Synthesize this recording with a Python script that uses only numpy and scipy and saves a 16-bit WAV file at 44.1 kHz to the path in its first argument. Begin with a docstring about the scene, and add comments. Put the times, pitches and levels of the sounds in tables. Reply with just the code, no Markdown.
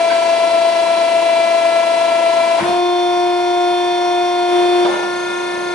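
"""A hydraulic punch in a workshop

A 12-tooth gear pump, turned by an electric motor, hums and throbs as the punch bites into steel.
A valve shifts with a gush of oil, the motor speeds up and the ram (the piston behind the punch)
draws back. Near the end the pump idles, and a gloved hand swings the clattering plastic guard open."""
import sys
import numpy as np
from scipy import signal
from scipy.fft import irfft, next_fast_len
from scipy.io import wavfile
from scipy.ndimage import map_coordinates

SR = 44100
rng = np.random.default_rng(int(sys.argv[2]) if len(sys.argv) > 2 else 0)


def transcribe(signal):
    """Save signal, clipped to [-1, 1], as a 16-bit WAV file at the path in sys.argv[1]."""
    frames = np.atleast_2d(signal).T
    limited = np.clip(frames, -1, 1)
    pcm = np.round(limited * 32767).astype(np.int16)
    wavfile.write(sys.argv[1], SR, pcm)


N = 253134
TIME = np.arange(N) / SR
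TEETH, ROTOR_SLOTS, MAINS_HZ = 12, 28, 60
REVERSE_S, REVERSE_TAKES_S = 2.592, 0.045   # the valve goes from pressing to lifting
RELEASE_S, RELEASE_TAKES_S = 4.835, 0.075   # then from lifting to idling


# The pump's stand-out tones in each state: multiple_of_tooth_rate, left_db, right_db
PRESS_TONES = [(1, -34.5, -46.5), (2, -12, -17), (3, -30, -53), (4, -32.5, -34.5), (5, -41.5, -37.5),
               (6, -35, -39), (7, -32, -34), (8, -40, -36.5), (10, -43, -41.5), (12, -50, -37),
               (13, -46.5, -49), (17, -47, -48.5), (19, -55.5, -51.5), (23, -53, -51)]
LIFT_TONES = [(1, -16, -18.5), (2, -17.5, -18.5), (3, -31, -37.5), (4, -38.5, -38), (5, -42.5, -40.5),
              (6, -40, -44), (7, -37.5, -37), (9, -44, -39.5), (10, -34, -30), (12, -40, -43),
              (13, -41, -48), (15, -47, -51), (16, -42.5, -43.5), (26, -55, -53)]
IDLE_TONES = [(1, -18.5, -20), (2, -50, -27), (3, -30.5, -48), (4, -31.5, -32), (5, -37, -37.5),
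              (6, -41, -39.5), (7, -38, -42), (10, -35.5, -46), (12, -47, -46.5), (13, -51, -46.5),
              (16, -47, -46), (18, -45, -52)]

def pump_hum(turns, press, lift, idle, hum_db):
    """The pump throbs most while pressing, and its overtones grow as the ram rises."""
    growth_db = 0.84 * (TIME - (REVERSE_S + RELEASE_S) / 2)
    pressing = tooth_pulses(tone_levels(PRESS_TONES, weak_db=-50, db_per_octave=-9.5), turns, hum_db,
                            throb=.18, sway=.017, flutter=.068, flutter_hz=24)
    lifting = tooth_pulses(tone_levels(LIFT_TONES, weak_db=-56, db_per_octave=-7.5), turns, hum_db,
                           throb=.05, sway=.015, flutter=.047, flutter_hz=14, overtone_db=growth_db)
    idling = tooth_pulses(tone_levels(IDLE_TONES, weak_db=-53, db_per_octave=-9), turns, hum_db,
                          throb=.079, sway=.053, flutter=.091, flutter_hz=13)
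    return press * pressing + lift * lifting + idle * idling


def tone_levels(stand_outs, weak_db, db_per_octave):
    """Left and right levels of 29 tones: the stand-outs, and weak ones scattered around a slope."""
    multiples = np.arange(1, 30)
    slope_db = weak_db + db_per_octave * np.log2(multiples / TEETH)
    levels_db = slope_db[:, None] + 3 * rng.standard_normal((len(multiples), 2))
    for multiple, left_db, right_db in stand_outs:
        levels_db[round(multiple) - 1] = left_db, right_db
    return zip(multiples, levels_db)


# The column of oil rings lower as the ram goes down, higher as it comes back: time_s, pitch_hz
OIL_COLUMN = [(0, 6900), (.6, 4180), (1.0, 3780), (1.6, 1920), (2.45, 1105), (2.8, 1160), (4.7, 1820),
              (5.74, 1510)]

def tooth_pulses(levels, turns, hum_db, throb, sway, flutter, flutter_hz, overtone_db=0):
    """Each gear tooth pushes out a pulse of oil; the gears run tight once a turn, making a throb."""
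    out = np.zeros((2, N))
    column_hz, = in_time(OIL_COLUMN)
    speed, = in_time(SHAFT_SPEED)
    column_octave = np.log2(column_hz / (TEETH * speed))
    # the overtones drop out while the valve reverses
    seated = 1 - ramp(REVERSE_S, REVERSE_TAKES_S / 2) + ramp(REVERSE_S + REVERSE_TAKES_S, 0.049)
    for k, sides_db in levels:
        # an overtone swells as the oil column's pitch slides past it
        swell_db = 3 * np.exp(-((np.log2(k) - column_octave) / 0.44) ** 2)
        if k > 2:
            swell_db = swell_db + drift(7) + overtone_db * (k > 3)
        strength = from_db(hum_db) if k == 1 else seated * from_db(swell_db)
        # slightly off-centre gears sway each overtone once a turn
        wobble = min(sway * (k - 1), .55) * np.cos(2 * np.pi * (turns + rng.random()))
        waver = flutter * np.sqrt(k)
        phase = 2 * np.pi * (k * TEETH * turns + rng.random() * (k > 2)) + waver * drift(flutter_hz)
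        level = strength * (1 + wobble + waver * drift(flutter_hz))
        out += from_db(sides_db[:, None]) * level * stereo_sine(phase)
    return out * (1 + throb * np.cos(2 * np.pi * (turns - .42)))


# The colour of the pump's rushing noise in each state: pitch_hz, relative_db
PRESS_RUSH = [(50, -86), (140, -81), (200, -65), (330, -55), (480, -59), (680, -51.5), (830, -59.5),
              (1000, -49), (1170, -65), (2300, -64), (3400, -63.5), (5000, -71), (7200, -77.5),
              (10500, -77.5)]
LIFT_RUSH = [(50, -92), (140, -75), (200, -69), (330, -62), (480, -62.5), (680, -57.5), (830, -65.5),
             (1000, -57), (1170, -65.5), (2300, -69.5), (3400, -72.5), (5000, -79.5), (7200, -84),
             (10500, -83.5)]
IDLE_RUSH = [(50, -77), (140, -72), (200, -62), (330, -65), (480, -60.5), (680, -57.5), (830, -65),
             (1000, -60), (1170, -65.5), (2300, -71.5), (3400, -73), (5000, -76.5), (7200, -85.5),
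             (10500, -81)]

def pump_rush(spectrum, turns, gear_db, oil_db, left_db, churn):
    """No two teeth are alike, so a rough pattern repeats every turn; swirling oil adds a hiss."""
    turn_hz = np.mean(np.array(SHAFT_SPEED)[:, 1])
    multiples, size = np.arange(400), 2 ** 14
    hz = multiples * turn_hz
    tones = random_stereo(hz) * from_db(at_hz(spectrum, hz)) * np.sqrt(turn_hz / 2)
    between_teeth = multiples % TEETH > 0
    one_turn = irfft(tones * between_teeth, size) * size
    gears = one_turn[:, (turns % 1 * size).astype(int)]
    churning = 1 + churn * np.cos(2 * np.pi * TEETH * turns)
    oil = noise(lambda f: from_db(at_hz(spectrum, f))) * churning
    return (from_db(gear_db) * gears + from_db(oil_db) * oil) * lean_left(left_db)


# The motor's shaft, which turns slower under load: time_s, turns_per_s
SHAFT_SPEED = [(0, 27.968), (2.59, 27.968), (2.67, 29.468), (5.74, 29.475)]

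def shaft_turns():
    """How many turns the slightly unsteady shaft has made so far."""
    speed, = in_time(SHAFT_SPEED)
    return np.cumsum(speed + 0.0088 * drift(9)) / SR


# Pressure surges as the oil reverses and as the ram reaches the top:
# start_s, rise_s, hold_s, fall_s, hum_change_db, rush_change_db
SURGES = [(2.578, 0.054, .05, 0.14, -4, 8.5), (4.458, .08, .36, .08, 6, 4)]

def back_pressure():
    """Surges swell the rush and dip or lift the lowest tone, which also sags as the ram rises."""
    lifted_s = np.clip(TIME - REVERSE_S, 0, RELEASE_S - REVERSE_S)
    hum_db, rush_db = -1.5 * lifted_s, 0
    for start_s, rise_s, hold_s, fall_s, hum_change_db, rush_change_db in SURGES:
        surge = ramp(start_s, rise_s) - ramp(start_s + rise_s + hold_s, fall_s)
        hum_db += hum_change_db * surge
        rush_db += rush_change_db * surge
    return hum_db, rush_db


# The guard knocks on its hinge: start_s, relative_db
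KNOCKS = [(4.844, -10.5), (4.862, -17), (4.882, -15.5), (4.912, -17), (4.935, -14.5), (4.955, -19),
          (4.988, -18), (5.022, -17)]
# How its plastic panels ring: pitch_hz, width_hz, relative_db
GUARD_RINGS = [(206, 56, -9.5), (450, 280, 2), (590, 100, 0), (780, 200, 2), (954, 170, 2), (1420, 330, -6),
               (3040, 2300, -3.5)]

def guard_clatter():
    """Each knock rattles the plastic panels, and the room draws the rattle out."""
    rattle = noise(lambda f: sum(from_db(db) * resonance(f, hz, width) for hz, width, db in GUARD_RINGS))
    power = sum((from_db(db) * burst(start_s, rise_s=.0067, fade_s=.18)) ** 2 for start_s, db in KNOCKS)
    return np.sqrt(power) * rattle / np.std(rattle) * from_db(-4)


# Oil squeezes through the valve: start_s, level_db, pitch_hz, width_hz, rise_s, fade_s
GUSHES = [(2.58, -22, 800, 900, .02, .3), (2.585, -25, 1900, 1400, .02, .28),
          (2.59, -26, 170, 200, .035, .22), (2.675, -32, 200, 180, .02, .3)]

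def valve_gush():
    """Short spurts of oil ring in the valve block and pipes."""
    return sum(from_db(db) * burst(start_s, rise_s, fade_s) * noise(lambda f: resonance(f, hz, width))
               for start_s, db, hz, width, rise_s, fade_s in GUSHES)


# The punch bites into the plate: start_s, relative_db
BITES = [(.095, 2.5), (.215, -9.5)]
# How the punch and the die under it ring: pitch_hz, width_hz, relative_db, fade_s
TOOL_RINGS = [(1580, 130, -27, .3), (2230, 500, -30.5, .3), (3400, 820, -38, .4), (4590, 60, -34, 0.58)]

def punch_creak():
    """Each bite into the steel makes the tools ring briefly, the highest pitch longest."""
    out = 0
    for hz, width, db, fade_s in TOOL_RINGS:
        bites = sum(from_db(bite_db) * burst(start_s, .012, fade_s) for start_s, bite_db in BITES)
        out += from_db(db) * noise(lambda f: resonance(f, hz, width)) * bites
    return out


# The motor's three magnetic tones, low to high: pressing_db, lifting_db, idling_db
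WHINE = [(-30, -39.5, -41.5), (-39.5, -32.5, -37), (-40, -45, -46)]

def motor_whine(turns, states):
    """Slots in the spinning rotor chop the magnetic field into a whine, over a faint mains hum."""
    whine = 0
    for mains_multiple, levels_db in zip((-2, 2, 4), WHINE):
        level = from_db(levels_db) @ np.array(states)
        cycles = ROTOR_SLOTS * turns + mains_multiple * MAINS_HZ * TIME
        whine -= level * stereo_sine(2 * np.pi * cycles)
    mains_hum = from_db(-59.5) * stereo_sine(2 * np.pi * 2 * MAINS_HZ * TIME)
    return whine * lean_left(2.5) + mains_hum


# Where the pump's casing sings: multiple_of_shaft_speed
CASING_MULTIPLES = (26, 33, 35, 74, 75)
# How loud each of those tones is: loaded_db, unloaded_db
CASING_LEVELS = [(-36, -42), (-42, -41), (-41, -59), (-69, -45.5), (-64, -46.5)]

def casing_song(turns, load):
    """Multiples of the shaft speed sing out where they match a natural pitch of the casing."""
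    out = 0
    for k, (loaded_db, unloaded_db) in zip(CASING_MULTIPLES, CASING_LEVELS):
        level = from_db(unloaded_db + load * (loaded_db - unloaded_db))
        out += level * stereo_sine(2 * np.pi * (k * turns + rng.random()))
    return out


def wall_echo():
    """The loudest pressing tone comes back off the walls and beats with the new, higher one."""
    hz = 2 * TEETH * SHAFT_SPEED[0][1]
    return from_db(-22) * burst(2.63, rise_s=.025, fade_s=.55) * stereo_sine(2 * np.pi * hz * TIME)


def from_db(db):
    """Turn decibels into a gain."""
    return 10 ** (np.asarray(db) / 20)


def ramp(start_s, takes_s):
    """A straight rise from 0 to 1."""
    return np.clip((TIME - start_s) / takes_s, 0, 1)


def burst(start_s, rise_s, fade_s):
    """A level that rises, then drops 60 dB in fade_s."""
    fading_s = np.maximum(TIME - start_s - rise_s, 0)
    return ramp(start_s, rise_s) * from_db(-60 * fading_s / fade_s)


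def drift(rate_hz):
    """A smooth random wander, about 1 in size, that changes about rate_hz times a second."""
    coarse_s = TIME[::32]
    slow = map_coordinates(rng.standard_normal(1024), [coarse_s * rate_hz], order=3, mode="wrap")
    return np.interp(TIME, coarse_s, slow)


def in_time(rows):
    """Read a table of times and values at every sample."""
    time_s, *columns = np.transpose(rows)
    return [np.interp(TIME, time_s, column) for column in columns]


def at_hz(rows, hz):
    """Read a table of pitches and values at hz, with octaves evenly spaced."""
    pitch_hz, values = np.transpose(rows)
    return np.interp(np.log(np.maximum(hz, 1)), np.log(pitch_hz), values)


def resonance(hz, centre_hz, width_hz):
    """How strongly something that rings at centre_hz answers each pitch; total power is near 1."""
    detune = (hz ** 2 - centre_hz ** 2) / (np.maximum(hz, 1) * width_hz)
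    return 1 / (1 + detune ** 2) / np.sqrt(width_hz * np.pi / 4)


def lean_left(left_db):
    """Two gains that make the left side left_db louder than the right."""
    return from_db(np.array([[.5], [-.5]]) * left_db)


def stereo_sine(phase, left_lead_rad=0.84):
    """A pure tone of power 1 that reaches the left side first."""
    return np.sqrt(2) * np.cos(phase + np.array([[.5], [-.5]]) * left_lead_rad)


# How alike the left and right sides of the noise are: pitch_hz, likeness (0 to 1)
LIKENESS = [(40, 0.25), (130, 0.69), (300, 0.22), (600, 0.34), (1200, 0.12), (2400, 0.47), (5000, 0.14),
            (10000, 0.24)]

def random_stereo(hz):
    """A random strength and phase for each pitch, partly shared by left and right."""
    mid, side = (rng.standard_normal((2, len(hz))) + 1j * rng.standard_normal((2, len(hz)))) / 2
    alike = np.clip(at_hz(LIKENESS, hz), 0, 1)
    return np.sqrt(1 + alike) * mid + np.sqrt(1 - alike) * side * [[1], [-1]]


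def noise(gain_at):
    """Stereo noise whose strength at each pitch is set by gain_at(hz)."""
    size = next_fast_len(N, real=True)
    hz = np.arange(size // 2 + 1) * SR / size
    return irfft(random_stereo(hz) * gain_at(hz), size)[:, :N] * np.sqrt(size * SR / 2)


def scene():
    """The valve fades the pump from pressing to lifting to idling while the shaft keeps turning."""
    turns = shaft_turns()
    press, idle = 1 - ramp(REVERSE_S, REVERSE_TAKES_S), ramp(RELEASE_S, RELEASE_TAKES_S)
    lift = 1 - press - idle
    hum_db, rush_db = back_pressure()
    hum = pump_hum(turns, press, lift, idle, hum_db)
    rush = press * pump_rush(PRESS_RUSH, turns, gear_db=-4.5, oil_db=-2.5, left_db=2.0, churn=.25)
    rush += lift * pump_rush(LIFT_RUSH, turns, gear_db=-9.5, oil_db=-2.0, left_db=1.8, churn=.31)
    rush += idle * pump_rush(IDLE_RUSH, turns, gear_db=-6.0, oil_db=-1.3, left_db=1.5, churn=.13)
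    pump = hum + from_db(rush_db) * rush + casing_song(turns, press)
    motor = motor_whine(turns, (press, lift, idle))
    return pump + motor + punch_creak() + valve_gush() + guard_clatter() + wall_echo()


def record(dry):
    """The microphone thins the bass below 40 Hz, and the treble is cut steeply above 11050 Hz."""
    thinned = signal.sosfilt(signal.butter(1, 40, "high", fs=SR, output="sos"), dry)
    return signal.sosfilt(signal.ellip(14, .1, 90, 11050, fs=SR, output="sos"), thinned)


dry = scene()
out = record(dry)
transcribe(out)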